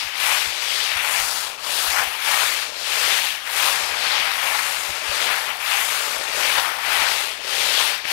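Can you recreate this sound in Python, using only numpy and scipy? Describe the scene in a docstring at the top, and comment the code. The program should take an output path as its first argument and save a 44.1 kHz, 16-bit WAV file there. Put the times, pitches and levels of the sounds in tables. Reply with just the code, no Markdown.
"""A gritty rasp swells and fades as a coarse hand float sweeps back and forth over fresh render in a bare room.
Friction is modelled as random grain impulses: filtered for rasp, hiss and grumble, or exciting the plate's modes
for a hollow ring. Decaying tones with noise crumbs make the sharp ticks of snagging grains.
Arm speed and the lean of the hand set the levels; a reflection and a sparse room tail follow.
A clip-on microphone on the plasterer's shirt, softly bumped, feeds the left channel; the right is nearly silent."""
import sys
import numpy as np
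from scipy import signal
from scipy.fft import rfft, irfft
from scipy.io import wavfile
from scipy.ndimage import uniform_filter1d, map_coordinates

SR = 44100
rng = np.random.default_rng(int(sys.argv[2]) if len(sys.argv) > 2 else 0)


def dump(signal):
    """Clip the signal to [-1, 1] and save it as 16-bit WAV at the path in sys.argv[1]."""
    limited = np.clip(np.atleast_2d(signal).T, -1, 1)
    pcm = np.round(limited * 32767).astype(np.int16)
    wavfile.write(sys.argv[1], SR, pcm)


N = 358224
TIME = np.arange(N) / SR

# All levels in the tables are relative: later mixing gains apply.
# Strokes, upward and downward by turns: starting turn t/s, top speed t/s, share of speed kept through the turn
# (limited to 0.02-1), then at top speed rasp, plate ring, sharp sand, fine hiss and grumble level/dB
STROKES = [(-0.4, -0.17, 0.12, -28.5, -37, -26.0, -37, -49.0),
           (0.134, 0.285, 0.3, -26, -33, -26, -28, -46.5),
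           (0.56, 0.948, 0.47, -27, -34.5, -32, -37.5, -53.5),
           (0.96, 1.12, 1.07, -27.5, -31.5, -31, -29.0, -52),
           (1.574, 1.818, 0.16, -31, -32.5, -28.5, -29.0, -44.5),
           (2.192, 2.328, 0.41, -24.5, -32.5, -28.5, -28.5, -46.5),
           (2.732, 3.105, 0.24, -30, -34.5, -24.5, -30, -46),
           (3.424, 3.66, 0.21, -27.5, -31.5, -29.0, -27, -43.5),
           (3.95, 4.168, 0.6, -27, -30.5, -26.5, -37.5, -44.5),
           (4.347, 4.5, 0.94, -29.5, -36.5, -35.5, -32, -54.5),
           (5.02, 5.212, 0.5, -28.5, -30.5, -28, -34, -40),
           (5.576, 5.77, 0.43, -32, -33, -32.5, -30.5, -48),
           (6.287, 6.49, 0.51, -24.5, -30.5, -28, -30.5, -39),
           (6.776, 7.017, 0.43, -31, -35, -28.5, -30, -47.5),
           (7.396, 7.708, 0.19, -24.5, -35.5, -25, -28.5, -42.5),
           (8.03, 8.31, 0.1, -17.5, -26.5, -15.5, -18.5, -48)]
LAST_TURN_S = 8.5  # where the last stroke ends
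SPEED_POWER = 1.33  # speed follows a half sine to this power
# Response of each named layer to the arm: level/dB per tenfold speed, level/dB gained from foot to top of the sweep
ARM_RESPONSE = {"rasp": (17.7, 0.99), "plate": (15, .1), "sharp": (20.2, -2.4), "hiss": (29.3, -3.3),
                "grumble": (8.6, -7)}
# The hand leans on the float or eases off: centre t/s, half width t/s,
# change of rasp, plate ring, sharp sand and grumble level/dB
HAND_LEANS = [(0.288, 0.053, 2, 5, -2.5, 2), (0.787, 0.11, -3.5, -2.5, 3, 2),
              (1.179, 0.031, 3.5, 1.5, 3.5, 1.0), (1.295, 0.091, -2.5, -2, 1, -5),
              (1.984, 0.048, 5, 7.5, 3.5, 1), (2.328, 0.058, 0, 5.5, 1.0, -6),
              (2.434, 0.019, -0.5, 6.5, 1.0, 0.5), (3.086, 0.11, 6, 3.5, -1, 5),
              (3.331, 0.084, 3, -2, 1, -8), (3.638, 0.039, 1, 4.5, 5.5, 0), (4.527, 0.093, 2.5, 7, 4.5, 2),
              (5.317, 0.028, 4.5, 2.5, -0.5, 3), (5.5, 0.028, 6, -0.5, 0, 1),
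              (5.73, 0.077, 9, 2.5, 3.0, -2.0), (6.586, 0.014, 3.5, 5, 3.5, -6),
              (6.683, 0.08, -2.5, 5.0, -0.5, 2), (6.969, 0.12, 5.5, 7, 1.5, 4),
              (7.833, 0.19, -3.5, 3.5, 1, 5), (8.025, 0.0096, -2, 0, 2, -7)]
# Modes of the float plate: f/Hz, level/dB, 60 dB decay time t/s
PLATE_MODES = [(670, -17, 0.15), (786, 9.5, 0.11), (875, 6.5, 0.13), (1230, -16, 0.09), (1320, -2, 0.085),
               (1490, 2, 0.13)]
# Gliding centre of the rasp's ringing core: t/s, f/Hz
RASP_CORE = [(0.0, 2500), (0.63, 2480), (0.83, 3140), (0.95, 2300), (1.87, 2920), (1.92, 2200),
             (3.12, 2820), (4.02, 2290), (4.12, 2840), (4.3, 1970), (5.27, 2600), (5.38, 1870),
             (5.59, 2480), (6.4, 2340), (6.53, 2760), (6.67, 2020), (7.78, 2860), (8.12, 2270)]
# Spectra of the contact sounds: f/Hz, level/dB (per Hz)
HOLLOW_SPECTRUM = [(300, -31), (450, -10.5), (650, -1.5), (850, 4.5), (1400, 5), (1750, 0.5), (2600, -25.5)]
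RASP_SPECTRUM = [(800, -46.5), (1350, -12.5), (1750, -2.5), (2350, -1), (2850, -3), (3500, -7),
                 (5000, -30.5)]
SHARP_SPECTRUM = [(1800, -38.5), (2700, -7.5), (3400, -1), (4500, -1), (5800, -6), (7200, -13.5),
                  (11000, -28.5)]
HISS_SPECTRUM = [(4000, -23.5), (6200, -2.5), (7800, -0.5), (10500, 0.5), (12500, -2.5), (15500, -9.5)]
GRUMBLE_SPECTRUM = [(60, -14), (170, -16), (280, -8), (400, 0.5), (490, 3.5), (620, 7.5), (900, -22)]
# The finest hiss, above the split, gains this much over the rest from the foot of the sweep to its top
HISS_SPLIT_HZ, HISS_TILT_DB = 8300, 10.5
# The float passes behind the man's body: centre t/s, half width t/s, change of the finest hiss level/dB
BODY_SHADOWS = [(0.68, .09, 1), (3.79, 0.043, -5), (6.24, 0.051, -3), (7.06, 0.038, -5),
                (7.72, 0.057, -5.5)]
# Large grains that snag and snap under the edge: t/s, level/dB, snap f/Hz
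GRAIN_SNAGS = [(0.202, -17.0, 2500), (0.803, -13.0, 2970), (0.929, -15.0, 2400), (1.586, -24.0, 2520),
               (2.343, -10.0, 2260), (3.063, -14.0, 2350), (4.07, -15.0, 2520), (5.478, -19.0, 2070),
               (6.584, -11.0, 1370), (7.022, -11.0, 1650), (7.608, -13.0, 2490), (8.053, -12.0, 1930)]
# Soft bumps of the shirt on the microphone: t/s, level/dB
SHIRT_BUMPS = [(0.028, -49), (0.448, -43), (0.94, -45), (1.185, -40), (1.857, -41), (2.05, -48),
               (2.43, -52), (3.813, -47), (3.888, -47), (4.872, -42), (5.072, -41), (5.85, -64.5),
               (6.16, -52), (6.976, -45)]
# Close reflection, gliding as arm and chest move: t/s, notch f/Hz, reflection strength (0-1)
CLOSE_REFLECTION = [(0.7, 9000, 0), (1.0, 5500, 0.17), (1.28, 2970, 0.4), (1.55, 1910, 0),
                    (1.82, 2100, 0.05), (2.0, 3900, 0.46), (2.2, 6900, 0.02), (2.6, 3240, 0.03),
                    (4.25, 7700, 0.22), (4.65, 2880, 0.02), (5.5, 6160, 0.12), (5.92, 3080, 0.03),
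                    (6.65, 4510, 0.09), (6.9, 7500, 0.2)]
# Decay of the room: f/Hz, 60 dB decay time t/s
ROOM_DECAY = [(200, 0.26), (1000, 0.27), (4000, 0.064), (14000, 0.31)]
# Spectrum of the still room: f/Hz, level/dB (per Hz)
STILL_SPECTRUM = [(20, 6), (75, 22.5), (110, -20), (200, 18.5), (400, 19), (1000, -22), (15000, -38)]
EDGE_HZ = 15720  # upper band limit of the recorder


def scrape(level, height, focus_width_hz=1200, focus_db=-4):
    """Granular friction: coarse and fine sand under one plate, whose grip judders on the uneven render."""
    judder = wander(hz=84)
    coarse = coloured(grains(per_s=3500, spread_db=1.5), HOLLOW_SPECTRUM)
    ring = evened(plate_ring(grains(per_s=2500, spread_db=4.0)))
    hollow = evened(coarse + gain_of(-13.5) * ring)
    # now and then a bigger grain cracks, heard in both middle registers at once
    cracks = gain_of(-16.5) * evened(grains(per_s=70, spread_db=1.5))
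    rasp = coloured(evened(grains(per_s=8000, spread_db=3.0)) + cracks, RASP_SPECTRUM)
    sharp = coloured(evened(grains(per_s=14000, spread_db=2.5)) + cracks / 2, SHARP_SPECTRUM)
    # the rasp's ringing core glides in pitch along the RASP_CORE table
    core_hz = curves(RASP_CORE)[0]
    core = grains(per_s=5000, spread_db=3.0)
    for _ in range(2):
        core = resonate(core, core_hz, focus_width_hz)
    core_db = (level["rasp"] + level["sharp"]) / 2 + focus_db
    layers = [(hollow, level["plate"], .9),  # (sound, level/dB, judder depth/dB)
              (rasp, level["rasp"] - 0.85, .9),
              (evened(core), core_db, .8),
              (sharp, level["sharp"] - .2, .6),
              (hiss(height), level["hiss"] + 0.12, .6)]
    return sum(sound * gain_of(db + judder_db * judder) for sound, db, judder_db in layers)


def sweep():
    """Pendulum-like motion, slowing at each turn: speed and height on the wall, both 0-1."""
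    turn_s, fastest_s, kept = np.transpose(STROKES)[:3]
    marks = np.append(np.column_stack([turn_s, fastest_s]), LAST_TURN_S)
    phase = np.pi * np.interp(TIME, marks, np.arange(len(marks)) / 2)  # half a cycle per stroke
    kept = np.interp(TIME, turn_s, np.clip(kept, .02, 1))
    speed = kept + (1 - kept) * abs(np.sin(phase)) ** SPEED_POWER
    height = np.sin(phase / 2) ** 2
    return speed, height


def levels(speed, height):
    """Friction level as a power law of speed, with each layer shifted by stroke, height and lean of the hand."""
    _, fastest_s, _, *strengths = np.transpose(STROKES)
    level = {}
    for (name, (speed_db, height_db)), stroke_db in zip(ARM_RESPONSE.items(), strengths):
        strength = np.interp(TIME, fastest_s, stroke_db)
        level[name] = strength + speed_db * np.log10(speed) + height_db * (height - .5)
    for s, width, *changes in HAND_LEANS:
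        for name, db in zip(("rasp", "plate", "sharp", "grumble"), changes):
            level[name] = level[name] + db * swell(s, width)
    return level


def grains(per_s, spread_db):
    """Random impulse train: clicks of sand of either sign, many small, a few large."""
    size = gain_of(spread_db * np.minimum(rng.exponential(1, N), 4.6))
    return size * rng.choice([-1, 1], N) * (rng.random(N) < per_s / SR)


def plate_ring(x):
    """Modal superposition: the decaying modes of the float plate, excited by x."""
    t = np.arange(SR // 10) / SR
    ring = np.zeros(len(t))
    for hz, db, t60 in PLATE_MODES:
        decay = np.exp(-np.log(1000) * t / t60)
        ring += gain_of(db) / np.sqrt(t60) * decay * np.sin(2 * np.pi * hz * t)
    return signal.oaconvolve(x, ring / np.linalg.norm(ring))[:N]


def hiss(height):
    """Acoustic shadowing: the body shades the finest sand when the float is low on the wall or behind him."""
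    sand = coloured(grains(per_s=16000, spread_db=3.0), HISS_SPECTRUM)
    lower = signal.sosfiltfilt(signal.butter(2, HISS_SPLIT_HZ, fs=SR, output="sos"), sand)
    tilt = gain_of(HISS_TILT_DB * (height - .5) / 2)
    shade = gain_of(sum(db * swell(s, width) for s, width, db in BODY_SHADOWS))
    return lower / tilt + (sand - lower) * tilt * shade


def patchy(x, depth_db=1.15):
    """Shifting points of contact: random patches of the spectrum swell and fade."""
    z = signal.stft(x, SR, nperseg=512, noverlap=384)[2]
    field = uniform_filter1d(rng.standard_normal(z.shape), size=7, axis=0)  # smooth over frequency
    field = uniform_filter1d(field, size=12, axis=1)  # and over time
    return signal.istft(z * gain_of(depth_db * evened(field)), SR, nperseg=512, noverlap=384)[1][:N]


def drag(level_db):
    """Low-passed granular friction: the dull grumble under the strokes."""
    return gain_of(level_db - 1.5) * coloured(grains(per_s=1800, spread_db=5.0), GRUMBLE_SPECTRUM)


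def snags():
    """Impulsive fracture: a large grain snaps, crumbles for a few milliseconds and knocks the plate."""
    out, t = np.zeros(N), np.arange(SR // 40) / SR
    for s, db, hz in GRAIN_SNAGS:
        snap = .65 * np.exp(-t / .0017) * np.sin(2 * np.pi * hz * t)
        band = signal.butter(2, [hz / 2, 2 * hz], "bandpass", fs=SR)
        noise = evened(signal.lfilter(*band, rng.standard_normal(len(t))))
        crumbs = .22 * np.exp(-t / .004) * noise
        add(out, s, gain_of(db) * (snap + crumbs))
    return out + 0.029 * plate_ring(out)


def bumps(swell_s=.018, thud_hz=65, thud_db=-3, puff_db=-5):
    """Contact noise: the shirt tugs the microphone, a short low thud inside a puff of cloth noise."""
    out, t = np.zeros(N), np.arange(SR // 4) / SR
    push = (t / swell_s * np.exp(1 - t / swell_s)) ** 2
    cloth = coloured(rng.standard_normal(N), [(20, -6), (55, 2), (110, -2), (170, -4), (270, -16)])
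    for s, db in SHIRT_BUMPS:
        thud = gain_of(thud_db) * np.sin(2 * np.pi * thud_hz * t)
        puff = gain_of(puff_db) * cloth[round(s * SR):][:len(t)]
        add(out, s + swell_s / 2, gain_of(db) * push * (thud + puff))
    return out


def near_echo(x, soft_hz=7000):
    """Comb interference: a reflection half a cycle late at the notch frequency; cloth soaks up its treble."""
    notch_hz, strength = curves(CLOSE_REFLECTION)
    dull = signal.sosfiltfilt(signal.butter(2, soft_hz, fs=SR, output="sos"), x)
    late = map_coordinates(dull, [np.arange(N) - SR / (2 * notch_hz)], order=3)
    return (x + strength * late) / np.sqrt(1 + strength ** 2)


def room(x, count=4):
    """Time-varying reverberation: the reflections change as the float and the man move."""
    shares = np.array([wander(hz=2.8) for _ in range(count)])
    shares /= np.linalg.norm(shares, axis=0)
    return sum(signal.fftconvolve(x * share, room_tail())[:N] for share in shares)


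def room_tail():
    """Frequency-dependent decay: sparse reflections off bare walls, each band dying at its own rate."""
    taps = rng.standard_normal(SR) * (rng.random(SR) < 2500 / SR)
    taps = taps * (np.arange(SR) > .006 * SR)  # nothing arrives in the first 6 ms
    hz, t, z = signal.stft(taps, SR, nperseg=256)
    decay = np.exp(-np.log(1000) * t / read(ROOM_DECAY, hz)[:, None])
    tail = signal.istft(z * decay, SR, nperseg=256)[1]
    return tail / np.linalg.norm(tail)


def still_room():
    """Stationary filtered noise: the mostly low-pitched background of the still room, rms 1."""
    return coloured(rng.standard_normal(N), STILL_SPECTRUM)


def gain_of(db):
    """Logarithmic level law: decibels to amplitude."""
    return 10 ** (np.asarray(db) / 20)


def evened(x):
    """Power normalisation: scales to rms 1."""
    return x / np.sqrt(np.mean(x ** 2) + 1e-20)


def read(points, hz):
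    """Linear interpolation on a log-frequency axis."""
    f, value = np.transpose(points)
    return np.interp(np.log(hz + 1), np.log(f + 1), value)


def curves(rows):
    """Linear interpolation in time: each column of a table as a value per sample."""
    s, *columns = np.transpose(rows)
    return [np.interp(TIME, s, column) for column in columns]


def swell(s, width):
    """Gaussian envelope: a bell-shaped rise and fall around time s, 0-1."""
    return np.exp(-.5 * ((TIME - s) / width) ** 2)


def add(mix, s, sound):
    """Superposition: mixes a sound in at time s."""
    part = mix[max(round(s * SR), 0):][:len(sound)]
    part += sound[:len(part)]


def coloured(x, spectrum, size=4096):
    """Minimum-phase filtering to the given spectrum, with added rolloff above its last point; rms 1."""
    hz = abs(np.fft.fftfreq(size, 1 / SR))
    rolloff = 2 * np.log(np.maximum(hz / spectrum[-1][0], 1))
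    log_gain = np.log(gain_of(read(spectrum, hz))) - rolloff
    # the Hilbert transform of the log gain gives the phase of a causal filter
    taps = np.fft.ifft(np.exp(np.conj(signal.hilbert(log_gain)))).real
    return evened(signal.oaconvolve(x, taps[:size // 2])[:N])


def wander(hz):
    """Band-limited random modulation of rms 1, up to about hz changes a second."""
    f = np.fft.rfftfreq(N, 1 / SR)
    band = f / (f + hz / 10) / (1 + (f / hz) ** 2)
    return evened(irfft(rfft(rng.standard_normal(N)) * band, N))


def resonate(x, hz, width_hz):
    """Heterodyne resonance following the curve hz: shift down to zero, smooth, shift back."""
    turn = np.exp(2j * np.pi * np.cumsum(hz) / SR)
    r = np.exp(-np.pi * width_hz / SR)
    return 2 * (turn * signal.lfilter([1 - r], [1, -r], x / turn)).real


def scene():
    """Superposition at the chest: the float on the wall, with the room behind it."""
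    speed, height = sweep()
    level = levels(speed, height)
    work = patchy(scrape(level, height)) + drag(level["grumble"]) + snags()
    heard = near_echo(work) + gain_of(-11.0) * room(work)
    left = gain_of(5.5) * (heard + bumps() + gain_of(-61.5) * still_room())
    right = gain_of(-64.0) * left + gain_of(-87.5) * still_room()  # only crosstalk and faint noise
    return np.array([left, right])


def record(dry):
    """Linear-phase low-pass filtering: the recorder's band limit."""
    taps = signal.firwin(801, EDGE_HZ, window=("kaiser", 9), fs=SR)
    return signal.oaconvolve(dry, taps[None], "same")


dry = scene()
out = record(dry)
dump(out)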